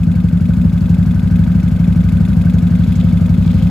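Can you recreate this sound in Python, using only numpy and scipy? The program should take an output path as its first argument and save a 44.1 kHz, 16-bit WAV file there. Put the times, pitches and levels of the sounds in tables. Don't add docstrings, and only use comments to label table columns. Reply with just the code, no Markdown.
import sys
import numpy as np
from scipy import signal
from scipy.fft import rfft, irfft, next_fast_len
from scipy.io import wavfile
from scipy.ndimage import uniform_filter1d

SR = 44100
rng = np.random.default_rng(int(sys.argv[2]) if len(sys.argv) > 2 else 0)


def gain_from_db(level_db):
    decades = np.asarray(level_db, float) / 20
    return 10 ** decades


def store_wav(level_fs):
    pcm = np.round(np.clip(np.atleast_2d(level_fs), -1, 1) * 32767)
    wavfile.write(sys.argv[1], SR, pcm.T.astype(np.int16))


N = 163170


def unit(x):
    return x / np.sqrt(np.mean(x ** 2) + 1e-20)


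def along(points, hz):
    f, v = np.transpose(points)
    return np.interp(np.log(hz + 1), np.log(f + 1), v)


def curve(rows):
    return np.interp(np.arange(N) / SR, *np.transpose(rows))


def filtered(x, response):
    m = next_fast_len(N + SR // 2)
    return irfft(rfft(x, m) * response(np.fft.rfftfreq(m, 1 / SR)), m)[..., :N]


def colored(x, spectrum):
    return filtered(x, lambda f: gain_from_db(along(spectrum, f)))


def stereo_noise():
    return rng.standard_normal((2, N))


def struck(times, gains, shape):
    train = np.bincount(np.round((times + 1) * SR).astype(int), gains, N + 2 * SR)
    return signal.fftconvolve(train, shape)[SR:SR + N]


def ring(hz, t60, attack_s):
    t = np.arange(int(.4 * SR)) / SR
    return np.sin(2 * np.pi * hz * t) * gain_from_db(-60 * t / t60) * (1 - np.exp(-t / attack_s))


def puff(attack_s, decay_s):
    t = np.arange(SR // 10) / SR
    shape = (1 - np.exp(-t / attack_s)) * np.exp(-t / decay_s)
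    return shape / shape.max()


# (time [s], crank speed [rpm])
CRANK_SPEED = [(0.0, 1453), (0.108, 1415), (0.334, 1389), (0.477, 1532), (0.71, 1485), (0.899, 1384),
               (1.061, 1491), (1.15, 1437), (1.493, 1525), (1.579, 1428), (1.832, 1512), (1.877, 1459),
               (2.083, 1465), (2.306, 1489), (2.465, 1388), (2.901, 1452), (3.128, 1406), (3.7, 1497)]
CYCLE_AT_START = -.823


def cycles():
    count = CYCLE_AT_START + np.cumsum(curve(CRANK_SPEED)) / 120 / SR
    later = np.interp(np.arange(int(count[-1]) + 1), count, np.arange(N) / SR)
    step = 120 / CRANK_SPEED[0][1]
    earlier = later[0] - step * np.arange(4, 0, -1)
    return np.r_[earlier, later, later[-1] + step]


# (frequency [Hz], t60 [s], level [dB])
SILENCER_MODES = [(66, .2, .5), (94, .2, .5), (174.4, .097, 1.5), (234, .12, 3)]
# (delay [s], signed share in each of the four silencer modes)
PRESSURE_WAVES = [
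    (.0018, .31, -.39, 1.21, .13),
    (.013, .32, -.07, -.69, 0),
    (.0222, .07, -.03, -.38, 0),
    (.0319, .23, -.27, .61, 0),
    (.0428, .02, .14, .28, -.17),
    (.0588, -.1, .08, .23, -.14),
]
BARK_HZ, BARK_T60, BARK_DB, BARK_S = 319, 0.18, -36.5, 0.0012
BOOM_ATTACK_S, BOOM_JITTER_S = .0041, .0003
BOOM_SCATTER_DB, MODE_SCATTER_DB = .7, 1.2
MUFFLED_HZ = 303


def exhaust(start):
    bark_size = gain_from_db(BARK_DB + 2.7 * rng.standard_normal(len(start)))
    out = struck(start + BARK_S, bark_size, ring(BARK_HZ, BARK_T60, .002))
    for delay, *shares in PRESSURE_WAVES:
        chance = rng.standard_normal((len(start), 6))
        at = start + delay + BOOM_JITTER_S * chance[:, 0]
        for k, (share, (hz, t60, db)) in enumerate(zip(shares, SILENCER_MODES)):
            scatter_db = BOOM_SCATTER_DB * chance[:, 1] + MODE_SCATTER_DB * chance[:, 2 + k]
            out = out + struck(at, share * gain_from_db(db + scatter_db), ring(hz, t60, BOOM_ATTACK_S))
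    return filtered(out, lambda f: 1 / np.sqrt(1 + (f / MUFFLED_HZ) ** 12))


# (delay [s], level over 0.29 of the steady part [dB], decay [s])
GAS_PUFFS = [
    (.002, 2.5, .006),
    (0.014, 7, 0.0031),
    (0.029, 6.5, 0.0068),
    (.048, -4, .006),
    (0.072, 11, 0.0043),
]
# (frequency [Hz], level per Hz [dB])
ROAR_COLOR = [(190, -28), (330, -1), (439, -10.5), (532, -2), (1080, -12.5), (1530, -10.5), (1880, -17),
              (2590, -19.5), (5000, -28.5), (6500, -53.5), (11000, -120)]
# (frequency [Hz], width [Hz], level over the roar [dB])
HOUSING_PEAKS = [(422.7, 19, 4), (505, 31, -2), (950, 25, -0.5), (1248, 66, -1)]
ROAR_DB = -37.5


def roar(start):
    gate = 1
    for delay, db, decay in GAS_PUFFS:
        size = 0.29 * gain_from_db(db + 2 * rng.standard_normal(len(start)))
        gate = gate + struck(start + delay, size, puff(0.00089, decay))

    def housing(f):
        peaks = 1
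        for center, width, db in HOUSING_PEAKS:
            peaks = peaks + gain_from_db(db) * 1j * f * width / (center ** 2 - f * f + 1j * f * width)
        return gain_from_db(along(ROAR_COLOR, f)) * peaks

    return gain_from_db(ROAR_DB) * unit(filtered(unit(gate) * stereo_noise(), housing))


# (delay [s], ring level [dB], hiss level [dB], hiss decay [s], metal part)
VALVE_TICKS = [
    (-.003, -44, -51, 0.012, 1),
    (.003, -51, -59, .008, 1),
    (0.035, -51.5, -61, 0.0037, 1),
    (0.0463, -35, -48, .006, 0),
    (.052, -42, -62.5, .006, 0),
]
# (frequency [Hz], level [dB], t60 [s])
METAL_PARTS = [
    [(2100, 3.5, 0.019), (2370, -4.5, 0.018), (2535, 1, 0.027), (2960, -6.5, .015), (3310, -5, 0.024),
     (3512, 0, 0.026), (3873, -5, 0.028), (6100, -14.5, 0.022)],
    [(2224, 5.5, 0.031), (2660, -6, 0.075), (4540, -1.5, .03), (4700, -9, .03), (5740, 1, .025),
     (5860, -9.5, 0.027)],
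]
PART_SCATTER_DB = 1., 3.
# (frequency [Hz], level per Hz [dB])
HISS_COLOR = [(1500, -33), (2500, -5.5), (4500, -5), (6000, -9), (8000, -7), (12000, -10), (15500, -10.5),
              (16000, -55)]
TICK_SCATTER_DB, TICK_JITTER_S = .9, .0006
HISS_ATTACK_S, STEADY_HISS_DB = .0035, -54.5


def valves(start):
    rings, gate = np.zeros((2, N)), gain_from_db(STEADY_HISS_DB)
    for delay, ring_db, hiss_db, decay, part in VALVE_TICKS:
        part = round(part)
        chance = rng.standard_normal((len(start), 2))
        at = start + delay + TICK_JITTER_S * chance[:, 0]
        scatter_db = TICK_SCATTER_DB * chance[:, 1]
        gate = gate + struck(at, gain_from_db(hiss_db + 2.3 * scatter_db), puff(HISS_ATTACK_S, decay))
        for hz, level_db, t60 in METAL_PARTS[part]:
            own = rng.standard_normal((len(start), 3))
            size = gain_from_db(ring_db + scatter_db + level_db + PART_SCATTER_DB[part] * own[:, 2])
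            rings += [struck(at, size * np.sign(own[:, k]), ring(hz, t60, 0.0011)) for k in range(2)]
    return rings + gate * unit(colored(stereo_noise(), HISS_COLOR))


# (time [s], level [dB])
PULLEY_LEVEL = [(0, -50.5), (1.4, -45.5), (2.4, -46), (3.3, -55.5), (3.7, -53.5)]
# (delay [s], level [dB])
PULLEY_BEATS = [
    (.016, 2.5),
    (.025, -3),
    (0.035, -5.5),
    (.073, -2),
    (.005, -2),
    (.058, -1.5),
]
PULLEY_HZ, PULLEY_WIDTH_HZ = 1530, 96


def pulley(start):
    gate = 0.15
    for delay, db in PULLEY_BEATS:
        size = gain_from_db(db + 2 * rng.standard_normal(len(start)))
        gate = gate + struck(start + delay, size, puff(0.0033, 0.0025))
    noise = filtered(gate * stereo_noise(), lambda f: 1 / (1 + 2j * (f - PULLEY_HZ) / PULLEY_WIDTH_HZ))
    return gain_from_db(curve(PULLEY_LEVEL)) * unit(noise)


# (frequency [Hz], level per Hz [dB])
BREEZE_COLOR = [(15, -8), (30, 2), (60, -4), (150, -20.5), (400, -50.5)]
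BREEZE_DB = -37


def breeze():
    return gain_from_db(BREEZE_DB) * unit(colored(stereo_noise(), BREEZE_COLOR))


# (time [s], length [s], level [dB])
RUSTLES = [
    (2.6, 0.72, -46.5),
    (3.253, 0.57, -46.5),
]
# (time [s], level [dB], frequency [Hz])
SNAPS = [
    (.489, -22, 557),
    (2.54, -47, 6300),
    (2.956, -44, 7200),
    (3.008, -36.5, 3260),
    (4.4, -38, 6800),
    (3.5, -40, 3300),
    (3.623, -38, 3300),
]
# (frequency [Hz], level per Hz [dB])
GRASS_COLOR = [(800, -34.5), (2000, 2.5), (3500, 7.5), (6000, -6), (15000, -23)]


def grass():
    t = np.arange(N) / SR
    swell = 0
    for s, length, db in RUSTLES:
        swell = swell + gain_from_db(db) * np.sin(np.pi * np.clip((t - s) / length, 0, 1)) ** 2
    flutter = unit(uniform_filter1d(rng.standard_normal(N), size=90))
    grains = stereo_noise() * gain_from_db(6.2 * np.clip(flutter, -2, 2))
    out = swell * unit(colored(grains, GRASS_COLOR))
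    for s, db, hz in SNAPS:
        burst = struck(np.array([s]), np.ones(1), puff(0.00085, 0.0078)) * stereo_noise()
        out = out + gain_from_db(db + 13) * filtered(burst, lambda f: 1 / (1 + ((f - hz) / (0.18 * hz)) ** 2))
    return out


# (frequency [Hz], correlation [-1..1])
PORTS_ALIKE = [(60, 1), (300, 0.91), (640, 0.74), (1400, 0.77), (3000, 0.79), (5000, 0.3), (7500, 1),
               (15000, 1)]
# (frequency [Hz], left minus right [dB])
LEFT_LEAN = [(60, -0.5), (180, 3), (550, 3.0), (1650, 2), (4970, 0.0), (15000, 0.0)]
# (frequency [Hz], phase [rad])
LEFT_LEAD = [(60, .02), (300, 0.033), (1460, .7), (2400, 0.71), (4570, 0.69)]
PORTS_IN_STEP_HZ, PORT_LAG_S, LAG_FROM_HZ = 11200, .000227, 5300


def ports(pair):
    def mix(f):
        angle = np.arccos(np.clip(along(PORTS_ALIKE, f), -1, 1)) / 2
        return np.array([np.cos(angle), np.sin(angle)])

    half = np.array([[.5], [-.5]])

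    def offset(f):
        delay_phase = 2 * np.pi * (PORTS_IN_STEP_HZ - f) * PORT_LAG_S
        lead = np.where(f < LAG_FROM_HZ, along(LEFT_LEAD, f), delay_phase)
        return gain_from_db(half * along(LEFT_LEAN, f)) * np.exp(1j * half * lead)

    mid, side = filtered(pair, mix)
    return filtered(np.array([mid + side, mid - side]), offset)


# (time [s], level [dB])
NEARNESS = [(0, -1.5), (.6, -1), (1.4, -0.5), (2.3, 0), (3.7, .3)]
BRIGHT_GROWS = 1.8


def scene():
    start, near_db = cycles(), curve(NEARNESS)
    boom = exhaust(start) * gain_from_db(near_db)
    boom_pair = np.array([boom, np.roll(boom, 400)])
    engine_top = (roar(start) + valves(start)) * gain_from_db(BRIGHT_GROWS * near_db)
    return ports(boom_pair + engine_top + pulley(start) + breeze() + grass())


def band_limit(x):
    return signal.sosfilt(signal.butter(12, 16920, fs=SR, output="sos"), x)


BASS_HZ, TOP_HZ, CEILING = 35, 15830, 1.


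def record(dry):
    def microphone(f):
        r = f / BASS_HZ
        return (f < TOP_HZ) * (1j * r) ** 2 / (1 + 1.4j * r - r ** 2)

    cut = filtered(dry, microphone)
    mix = cut / (1 + np.abs(cut / CEILING) ** 6) ** (1 / 6)
    return band_limit(mix)


dry = scene()
out = record(dry)
store_wav(out)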